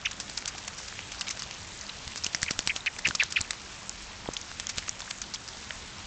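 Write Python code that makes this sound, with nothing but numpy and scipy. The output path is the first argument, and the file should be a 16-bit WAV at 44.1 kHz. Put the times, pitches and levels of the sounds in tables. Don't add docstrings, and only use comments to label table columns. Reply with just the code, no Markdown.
import sys
import numpy as np
from scipy import signal
from scipy.fft import rfft, irfft
from scipy.io import wavfile
from scipy.ndimage import uniform_filter1d

SR = 44100
rng = np.random.default_rng(int(sys.argv[2]) if len(sys.argv) > 2 else 0)


def int16_out(signal):
    q = np.round(np.clip(np.atleast_2d(signal).T, -1, 1) * 32767)
    wavfile.write(sys.argv[1], SR, q.astype(np.int16))


def magnitude_from_level(level_db):
    exponent = np.asarray(level_db, float) / 20
    return 10 ** exponent


N = 267246

# (t/s, treble level/dB, treble f/Hz, body level/dB)
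GENTLE_SLAPS = [(0.1123, -38.5, 5180, -38), (0.2014, -20.5, 5730, -31.5), (.298, -27.5, 4990, -33.5),
                (0.424, -41.5, 5450, -32.5), (0.4543, -34, 5600, -38.5), (0.4582, -20.5, 5160, -34.5),
                (0.582, -34.5, 5460, -34), (0.6788, -31, 5600, -34.5), (0.885, -39.5, 4730, -40),
                (.9262, -43.5, 6030, -31.5), (0.9917, -32, 4200, -27.5), (1.1204, -34.5, 5630, -33),
                (1.2111, -19, 5800, -30.5), (1.31, -21.5, 5300, -46), (1.3735, -32.5, 5420, -34.5),
                (1.4218, -23, 3830, -36.5), (1.511, -28.5, 4230, -36), (4.5158, -32, 3400, -34),
                (4.599, -19.5, 5900, -29.5), (4.783, -17.5, 5150, -27), (4.7903, -32, 3380, -38),
                (4.883, -31.5, 6270, -27.5), (5.0048, -28, 4950, -31), (5.1111, -23.5, 4660, -30.5),
                (5.7078, -39, 3300, -29)]
# (t/s, treble level/dB, treble f/Hz, body level/dB)
HARD_SLAPS = [(2.078, -23.5, 6060, -35), (2.1594, -26.5, 4320, -33), (2.243, -19.5, 5450, -46),
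              (2.2644, -23.5, 5500, -33.5), (2.348, -11.5, 6100, -21.5), (2.4305, -10.5, 7010, -24),
              (2.5096, -14.5, 5850, -26.5), (2.5914, -11, 4320, -24.5), (2.6745, -10, 4980, -22.5),
              (2.7632, -21, 4320, -27.5), (2.8618, -21.5, 3850, -35), (2.9911, -35, 5150, -30),
              (3.071, -23.5, 4000, -26.5), (3.0762, -29, 6500, -32), (3.0873, -17, 5900, -31.5),
              (3.1512, -22, 5500, -29.5), (3.2268, -39, 3360, -26), (3.235, -14.5, 6820, -29.5),
              (3.3244, -19.5, 4770, -32.5), (3.4081, -22.5, 5830, -30), (3.5082, -14.5, 6100, -34.5),
              (3.509, -28.5, 4900, -31), (3.5328, -34, 3400, -36)]
GENTLE_SLAP_MS, HARD_SLAP_MS = 1.18, 1
# (t/s, level/dB, f/Hz, length/ms)
GENTLE_DROPS = [(0.1178, -32, 6600, 0.83), (0.1316, -32.5, 3600, 1.05), (0.3766, -20, 4770, 1.2),
                (.388, -32.5, 7100, 1.9), (0.4788, -20, 6500, 0.71), (.483, -39, 5220, 2.4),
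                (0.784, -32, 6570, 0.88), (1.196, -36.5, 5300, 4.6), (1.2843, -21.5, 5420, 0.32),
                (1.2918, -22.5, 6300, 0.84), (1.3042, -33.5, 6400, 2), (1.3132, -26, 6150, 0.64),
                (1.3943, -25.5, 5970, 0.67), (1.4296, -36.5, 6570, 5.7), (1.4353, -33, 3990, 2.5),
                (3.895, -19, 6300, 0.74), (4.335, -32, 5800, .81), (4.3372, -26.5, 7200, 1.3),
                (4.368, -25.5, 5400, 0.74), (4.415, -27.5, 6100, .9), (4.6698, -18, 6360, 0.57),
                (4.6936, -25.5, 6050, 1.1), (4.7, -37, 6500, 2.3), (4.8934, -16.5, 6100, 1.1),
                (5.019, -28, 3790, 1), (5.218, -26.5, 6030, 2.6), (5.3388, -24.5, 5480, 0.9),
                (5.3471, -28.5, 5500, 0.98), (5.4784, -27.5, 4980, 0.61), (5.489, -26.5, 5450, 0.58)]
# (t/s, level/dB, f/Hz, length/ms)
HARD_DROPS = [(1.812, -29, 5660, 1.6), (1.8933, -30.5, 4060, 0.57), (2.1775, -31.5, 5350, 2.5),
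              (2.2384, -21.5, 5040, 0.81), (2.2458, -14.5, 5530, 0.67), (2.3519, -25.5, 5820, 1.2),
              (2.4183, -22, 5840, 0.67), (2.436, -37.5, 5790, 0.77), (2.597, -28.5, 6530, 1.1),
              (2.6056, -30.5, 4260, 1.4), (2.6877, -35.5, 4320, 1.3), (3.0754, -22.5, 6020, 2.3),
              (3.154, -21.5, 6150, 3.2), (3.157, -27.5, 4800, 1.6), (3.198, -30, 4270, 0.5),
              (3.237, -30, 5900, 2.3), (3.412, -21.5, 4860, 0.69), (3.4136, -18, 7170, 1.4)]
# (t/s, level/dB, f/Hz,
# length/ms)
STRAY_DROPS = [(.133, -35.5, 7000, .8), (1.1877, -34, 5300, .6), (1.2158, -35, 4500, 1.1),
               (1.2835, -23.5, 3300, .9), (1.287, -34, 5500, 0.5), (1.3086, -28.5, 6300, 1.3),
               (1.328, -40, 4100, .8), (2.225, -35.5, 2500, 1), (2.2655, -23, 6000, 1.5),
               (2.267, -32.5, 4500, 1.1), (2.333, -33, 3800, .9), (2.438, -33, 6000, 1),
               (2.439, -34, 5000, 0.91), (2.4632, -30.5, 3800, 0.54), (2.5085, -20.5, 2400, 0.65),
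               (2.627, -36, 2600, 1), (2.624, -34.5, 7200, 1.1), (3.0905, -31.5, 3400, 1.3),
               (3.1094, -28, 3250, 1.2), (3.2282, -27, 3300, 1), (3.2329, -30.5, 4500, 0.5),
               (3.247, -32.5, 3000, .6), (3.408, -31.5, 1300, 0.63), (4.258, -32, 2000, .8),
               (4.276, -33.5, 3700, 1.1), (4.313, -36, 1600, 1.2), (4.374, -30, 6300, 1.3),
               (4.429, -33.5, 4300, 0.74), (4.697, -28, 4700, 1.3), (4.743, -34.5, 2300, 0.57),
               (4.76, -35.5, 7600, 0.87), (4.772, -32.5, 4000, 0.8), (4.7836, -18, 2800, 0.51),
               (4.826, -36.5, 2200, 2.5),
               (.215, -38.5, 5040, .8), (.282, -33.5, 3500, 1), (.315, -38.5, 5500, 1.5),
                 (.508, -38, 1300, 1), (.629, -35.5, 2800, .5), (.648, -35, 2700, 1),
                 (.7335, -35, 2500, .6), (.739, -37, 3750, 1), (.802, -35, 1080, 1.2),
                 (.824, -42, 7400, .7), (.833, -43, 3700, .8), (.899, -37, 2700, .8),
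                 (1.006, -34, 6220, .6), (1.003, -37, 2500, 1.5), (1.028, -40, 3530, 2.5),
                 (1.052, -38.5, 3500, 1), (1.147, -40, 1700, 1.5), (1.399, -30, 4300, .8),
                 (1.539, -36, 3500, 1), (1.542, -32.5, 6250, 1), (1.549, -35, 5350, .8),
                 (1.565, -38, 3300, .8), (1.617, -38, 5520, .7), (1.677, -36, 6500, .7),
                 (1.72, -34.5, 3400, .7), (1.776, -39.5, 7500, .8), (1.79, -38, 5030, .8),
                 (1.842, -31.5, 7650, .8), (1.867, -31.5, 4820, 1), (1.899, -29, 2510, .6),
                 (1.983, -36, 4300, .7), (2.364, -32.5, 5760, 1), (2.774, -34, 1200, 1),
                 (2.965, -35, 2500, 2), (2.987, -35, 5500, 1), (3.448, -35.5, 2520, 1.5),
                 (3.454, -34, 1900, .8), (5.024, -37.5, 895, 1.2), (5.05, -39.5, 7050, .7),
                 (5.186, -31.5, 6880, .7), (5.534, -35, 3400, 1), (5.695, -37.5, 7620, .6),
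                 (5.91, -42, 3800, .6), (5.934, -39.5, 4000, .8), (6.003, -36.5, 2780, .6)]
DROP_BODY_DB = -18.5
SLAP_OCTAVES, DROP_OCTAVES = 0.77, 0.22

# (t/s, level/dB, rise/ms, fall/ms)
GENTLE_SPRAY = [(.111, -31.5, 3.9, 5.1), (.198, -33.5, 8.5, 19), (.293, -38, 3.6, 9.2),
                (.373, -28, 1.5, 14), (0.474, -28, 8.3, 13), (.579, -32, 2.4, 7.9), (.677, -27.5, 5.6, 2.2),
                (0.774, -36, 17, 4.9), (0.881, -33.5, 3.6, 5), (1.116, -34.5, 5.2, 8.8),
                (1.209, -30, 5, 11), (1.3, -32, 8.1, 20), (1.391, -36.5, 9.3, 5.2), (4.331, -37.5, 11, 12),
                (4.598, -34, 5.8, 7.9), (4.688, -30.5, 11, 15), (4.771, -33, 12, 17),
                (4.876, -36.5, 4.1, 16), (4.992, -38, 5.6, 2.7), (5.003, -37, 4.3, 3.8),
                (5.104, -30.5, 5, 5.8), (5.216, -29.5, 3.3, 7.7), (5.339, -30, 4.9, 14),
                (5.484, -34, 2.8, 2)]
# (t/s, level/dB, rise/ms, fall/ms)
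HARD_SPRAY = [(1.81, -37, 4.4, 10), (2.157, -42, 5.3, 9.8), (2.168, -34, 6, 23), (2.24, -36, 31, 10),
              (2.325, -38, 11, 7.1), (2.349, -36, 2, 16), (2.418, -32, 20, 14), (2.504, -29, 9.1, 9.8),
              (2.591, -33.5, 2.2, 12.5), (2.661, -37, 5.1, 7.5), (2.674, -31, 2.1, 21),
              (2.753, -32.5, 12, 17), (2.985, -32.5, 5.8, 8), (3.047, -39, 50, 32), (3.149, -28, 3, 11),
              (3.303, -34.5, 6.5, 10), (3.32, -31.5, 3.3, 10), (3.406, -32, 4.3, 9.3),
              (3.505, -35.5, 6.1, 13)]
# (t/s, level/dB, rise/ms, fall/ms)
COARSE_SPRAY = [
    (1.265, -37, 7.8, 29),
    (1.893, -34.5, 2.4, 3.6),
    (3.042, -36.5, 19, 27),
    (2.861, -31, 4.8, 10),
    (3.185, -34, 28, 62),
    (3.355, -37, 23, 28),
    (4.366, -37, 2.7, 10),
]
FINE_HZ, COARSE_HZ = 5500, 3700

# (t/s, peak level/dB, f/Hz, t60/s, glide over the
BUBBLES = [(0.076, -41, 2100, .04, 6), (0.9882, -43, 2190, 0.018, 0.5), (1.217, -23.5, 3090, 0.0057, -0.5),
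           (1.269, -37, 3700, 0.013, -5.5), (1.277, -39.5, 2270, 0.049, 0), (1.27, -45, 2400, 0.04, -2),
           (1.3018, -38.5, 1900, 0.052, 3.5), (2.244, -42, 2520, 0.062, -0.5),
           (2.2645, -25, 2750, 0.016, .6), (3.2608, -43.5, 3500, .025, 5.2),
           (2.3475, -20, 1850, 0.0088, 0.8), (2.43, -17, 1700, 0.0076, 1), (.55, -41.5, 730, 0.028, 0.5),
           (1.8954, -32, 3830, 0.013, .2), (2.806, -36.5, 3800, .015, -0.1),
           (3.1497, -31, 1200, 0.015, 0.5), (3.5069, -21, 2000, 0.0061, 0), (3.0712, -20, 2600, .006, 0),
           (5.3468, -28, 5000, .008, 0), (5.7065, -31, 1800, .01, .3), (2.763, -27, 4000, .007, 0),
           (4.7828, -25, 2300, .006, 0), (2.5912, -21, 3700, .006, 0), (2.4625, -35, 2400, 0.029, -1.1),
           (3.1076, -39, 1350, 0.024, -3.5), (3.1088, -26.5, 1600, 0.014, -0.5),
           (3.2256, -25.5, 1563, 0.024, 0.9), (4.3666, -25, 2800, 0.012, 2.5),
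           (4.6943, -37, 2150, 0.023, 0.8), (5.077, -41, 1300, 0.033, 4), (5.3588, -29.5, 3300, 0.0075, 0),
           (5.706, -31.5, 2400, 0.012, 3), (4.26, -39.5, 780, 0.022, 1.5),
           (5.24, -34.5, 5150, 0.0068, -4.5), (5.983, -36, 6100, 0.0073, -1.5),
           (3.4215, -34.5, 3670, 0.0094, 1), (4.669, -30.5, 3150, 0.011, .5)]

# (crest t/s, crest f/Hz, peak level/dB, rise/ms, fall/ms)
LOW_FEATHER = [
    (.0568, 3100, -21, 10.5, 17.5),
    (2.483, 2720, -25, 8.5, 12.5),
    (2.7006, 2900, -21.5, 1.6, 8),
    (2.8693, 2750, -19.5, 13, 11.5),
    (3.054, 2780, -16.5, 9, 12.5),
    (3.2027, 2900, -17, 7.5, 10.5),
    (3.3666, 3050, -16.5, 1.6, 12.5),
]
# (crest t/s, crest f/Hz, peak level/dB,
# rise/ms, fall/ms)
HIGH_FEATHER = [
    (2.4848, 3350, -28, 4.2, 15),
    (2.702, 3400, -23, 6.2, 14),
    (2.8733, 3200, -20.5, 3.6, 15.5),
    (3.057, 3000, -19.5, 2.4, 18),
    (3.2037, 3750, -17, 4.2, 26),
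    (3.3653, 3550, -20, 3.4, 20),
]
LOW_END_HZ, HIGH_END_HZ = 1210, 1720
# (crest t/s, crest f/Hz, peak level/dB,
# rise/ms, fall/ms)
FLICKS = [(.0585, 3790, -18.5, 4.6, 6.5), (0.067, 3300, -22, 5.3, 6.7), (0.0546, 6340, -16, 2, 6.1),
          (.0585, 6760, -17, 4.1, 6), (2.508, 2140, -33, 9, 2), (2.6964, 2470, -19, 4.2, 2),
          (2.719, 2400, -29, 4.4, 1.7), (3.3624, 2710, -17, 2.7, 2.4), (3.387, 3000, -25, 4.4, 4.5),
          (.067, 6200, -28, 2.8, 2), (2.692, 2850, -37, 3, 1.5), (3.0795, 2150, -31, 5, 1.5),
          (3.2, 4700, -31, 3, 1.5), (3.2075, 4800, -30.5, 4, 4), (3.359, 3100, -32, 1.5, 2),
          (3.39, 1530, -24, 2.5, 1.5), (3.2008, 2650, -20, 2, 2), (3.371, 5100, -24, 2, 8)]
FLICK_SAG_OCT_PER_MS = 0.085

# (t/s, peak level/dB, length/ms)
PUFFS = [(2.073, -33, 6.4), (2.265, -32, 2.4), (2.349, -32.5, 2.9), (2.431, -25.5, 4.6), (2.51, -23.5, 2.3),
         (2.583, -37, 11), (2.592, -25.5, 1.8), (2.664, -31.5, 5.4), (2.674, -27, 1.8), (2.762, -30.5, 1.4),
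         (3.069, -32.5, 4), (3.084, -24.5, 2.4), (3.102, -28.5, 3.2), (3.152, -34, 4.6), (3.398, -36, 7.5),
         (3.409, -28, 5.1), (4.2888, -15, 1.08), (4.288, -36, 7), (4.779, -30, 5.3)]

# (f/Hz, level/dB per Hz)
RAIN = [(25, -1.5), (97, -2), (123, -6.5), (198, -7), (360, -12.5), (490, -13), (1080, -9.5), (7400, -13)]
RAIN_DB = -43
# (f/Hz, width/Hz, level/dB)
HUM = [
    (92, 61, -63.5),
    (200.7, 11, -63),
]

CAMERA_HZ = 16000
# (f/Hz, level/dB)
PLAYBACK_FILTER = [(6900, 0), (7500, -1), (8000, -5.5), (8500, -15), (8900, -31), (9200, -51.5),
                   (9500, -88.5)]


def add(out, s, sound):
    i = max(int(s * SR), 0)
    out[i:i + len(sound)] += sound[:len(out) - i]


def band(noise, hz, octaves):
    f = np.maximum(np.fft.rfftfreq(len(noise), 1 / SR), 1)
    bell = np.exp(-0.5 * (np.log2(f / hz) / octaves) ** 2)
    y = irfft(rfft(noise) * bell, len(noise))
    return y / np.std(y)


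def walk(rate):
    k = int(SR / rate)
    held = np.repeat(rng.standard_normal(N // k + 1), k)
    return 1.14 * uniform_filter1d(uniform_filter1d(held, k), k)[:N]


def patter(chance, per_s, spread_db):
    size_db = -spread_db * np.log(np.abs(2 * chance[1] - 1) + 0.006)
    lands = chance[0] < per_s / SR
    return lands * np.sign(chance[1] - 0.5) * magnitude_from_level(size_db)


def slaps():
    out = np.zeros(N)
    ms = (np.arange(1024) - 256) * 1000 / SR
    rows = [(*row, GENTLE_SLAP_MS, SLAP_OCTAVES) for row in GENTLE_SLAPS]
    rows += [(*row, HARD_SLAP_MS, SLAP_OCTAVES) for row in HARD_SLAPS]
    for s, db, hz, length in GENTLE_DROPS + HARD_DROPS + STRAY_DROPS:
        rows.append((s, db, hz, db + DROP_BODY_DB, length, DROP_OCTAVES))
    noises = rng.standard_normal((len(rows), 2, 1024))
    for (s, treble_db, hz, body_db, length, width), noise in zip(rows, noises):
        hit = noise + (ms == 0) * np.array([[1.8], [7.0]]) / length
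        layers = ((treble_db, hz, width, length, hit[0]),
                  (body_db, 1900, 0.55, length + 0.13, hit[1]),
                  (body_db - 13, 650, 0.6, length + 1.8, hit[1]))
        for db, centre, octaves, long, source in layers:
            shape = np.exp(np.where(ms < 0, ms / (0.33 * long), -ms / (0.7 * long)))
            crack = shape * band(source, centre, octaves)
            gain = np.sqrt(long * SR / 1000 / np.sum(crack ** 2))
            add(out, s - 256 / SR, magnitude_from_level(db - 2.0) * crack * gain)
    return out


def spray():
    out = np.zeros(N)
    ms = np.arange(4096) * 1000 / SR
    rows = [(FINE_HZ, *row) for row in GENTLE_SPRAY + HARD_SPRAY]
    rows += [(COARSE_HZ, *row) for row in COARSE_SPRAY]
    for (hz, s, db, rise, fall), chance in zip(rows, rng.random((len(rows), 2, 4096))):
        drops = patter(chance, 9000, 0.66)
        shape = np.where(ms < rise, (ms / rise) ** 0.52, np.exp(-1.6 * (ms - rise) / fall))
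        wash = magnitude_from_level(-7) * band(drops[::-1], 1800, 0.8)
        add(out, s, magnitude_from_level(db - 1.5) * shape * (band(drops, hz, 0.5) + wash))
    return out


def bubbles():
    out = np.zeros(N)
    t = np.arange(1500) / SR
    for s, db, hz, t60, glide in BUBBLES:
        pitch = np.minimum(hz * 2 ** (glide * t / t60), 0.4 * SR)
        decay = np.exp(-np.log(1000) * t / t60)
        ring = np.sin(2 * np.pi * np.cumsum(pitch) / SR) * decay
        add(out, s, magnitude_from_level(db + 8.5) * ring * np.minimum(t / 0.00056, 1))
    return out


def whistles():
    out = np.zeros(N)
    rows = [(*row, LOW_END_HZ) for row in LOW_FEATHER]
    rows += [(*row, HIGH_END_HZ) for row in HIGH_FEATHER]
    for s, hz, db, rise, fall in FLICKS:
        rows.append((s, hz, db, rise, fall, hz * 2 ** (-FLICK_SAG_OCT_PER_MS * fall)))
    noises = rng.standard_normal((len(rows), 2, 2048))
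    for (s, crest_hz, db, rise, fall, end_hz), noise in zip(rows, noises):
        ms = np.arange(-rise, fall, 1000 / SR)
        stroke = np.where(ms < 0, -ms / rise, ms / fall)
        slowing = end_hz + (crest_hz - end_hz) * (1 - stroke) ** max(fall / 8.6, 1)
        arch = np.where(ms < 0, crest_hz + 170 * ms, slowing)
        hz = uniform_filter1d(arch, size=175, mode="nearest")
        waver = 1 + 0.006 * band(noise[0], 300, 0.99)[:len(ms)]
        phase = 2 * np.pi * np.cumsum(hz * waver) / SR
        flutter = magnitude_from_level(2.2 * band(noise[1], 200, 0.8)[:len(ms)])
        fade = np.where(ms < 0, magnitude_from_level(-13 * stroke ** 0.81), magnitude_from_level(-4 * stroke))
        fade = fade * np.minimum(4 * (1 - stroke), 1)
        resonance = 1 / np.sqrt(1 + (np.log2(hz / 2480) / 0.24) ** 2)
        tone = np.sin(phase) + magnitude_from_level(-25.5) * np.sin(2 * phase)
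        add(out, s - rise / 1000, magnitude_from_level(db) * fade * resonance * flutter * tone)
    return out


def puffs():
    out = np.zeros(N)
    ms = (np.arange(2048) - 512) * 1000 / SR
    for s, db, length in PUFFS:
        push = np.exp(-np.abs(ms / (0.28 * length)) ** 2)
        rebound = 0.36 * np.exp(-((ms - 0.8 * length) / (0.75 * length)) ** 2)
        add(out, s - 512 / SR, magnitude_from_level(db) * (push - rebound))
    return out


def rain():
    out = 0
    swell_db = 0.5 * walk(6)
    hz, db = np.transpose(RAIN)
    shared_drops = patter(rng.random((2, N)), 450, 2.2)
    for centre in 30 * 2 ** np.arange(0, 8.3, 0.5):
        level_db = np.interp(np.log(min(centre, 7000)), np.log(hz), db) + 10 * np.log10(centre)
        share = np.clip(0.47 * centre / (centre + 900), 0, 1)
        near = shared_drops * (rng.random(N) < 0.3) + patter(rng.random((2, N)), 200, 2.9)
        hiss = np.sqrt(1 - share) * rng.standard_normal(N)
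        mix = hiss + np.sqrt(share) * near / np.std(near)
        flicker_db = (1.5 + 150 / (centre + 100)) * walk(14)
        out = out + magnitude_from_level(level_db + swell_db + flicker_db) * band(mix, centre, 0.33)
    return magnitude_from_level(RAIN_DB) * out / np.std(out)


def machinery():
    return sum(magnitude_from_level(db) * band(rng.standard_normal(N), f, 0.47 * width / f) for f, width, db in HUM)


def scene():
    bird = slaps() + spray() + bubbles() + whistles()
    echo = magnitude_from_level(-26.5) * np.roll(bird, 150)
    return (bird + echo + puffs() + rain() + machinery())[None]


def low_pass(x):
    return signal.sosfilt(signal.butter(12, 9140, fs=SR, output="sos"), x)


def record(dry):
    rounded = np.tanh(1.693 * dry[0]) / 1.715
    spectrum, f = rfft(rounded), np.fft.rfftfreq(N, 1 / SR)
    half = np.searchsorted(f, CAMERA_HZ / 2)
    spectrum[half:2 * half] = np.conj(spectrum[half:0:-1])
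    spectrum *= magnitude_from_level(np.interp(f, *np.transpose(PLAYBACK_FILTER)))
    top = irfft(spectrum * np.clip((f - 7200) / 600, 0, 1), N)
    power = uniform_filter1d(uniform_filter1d(top ** 2, size=300), size=300)
    quiet = 1 / (1 + power / np.median(top ** 2) / 12)
    top_gain = magnitude_from_level(quiet * (3.0 * walk(70) - 2.5))
    played = irfft(spectrum, N) + (top_gain - 1) * top
    return low_pass(played[None])


dry = scene()
out = record(dry)
int16_out(out)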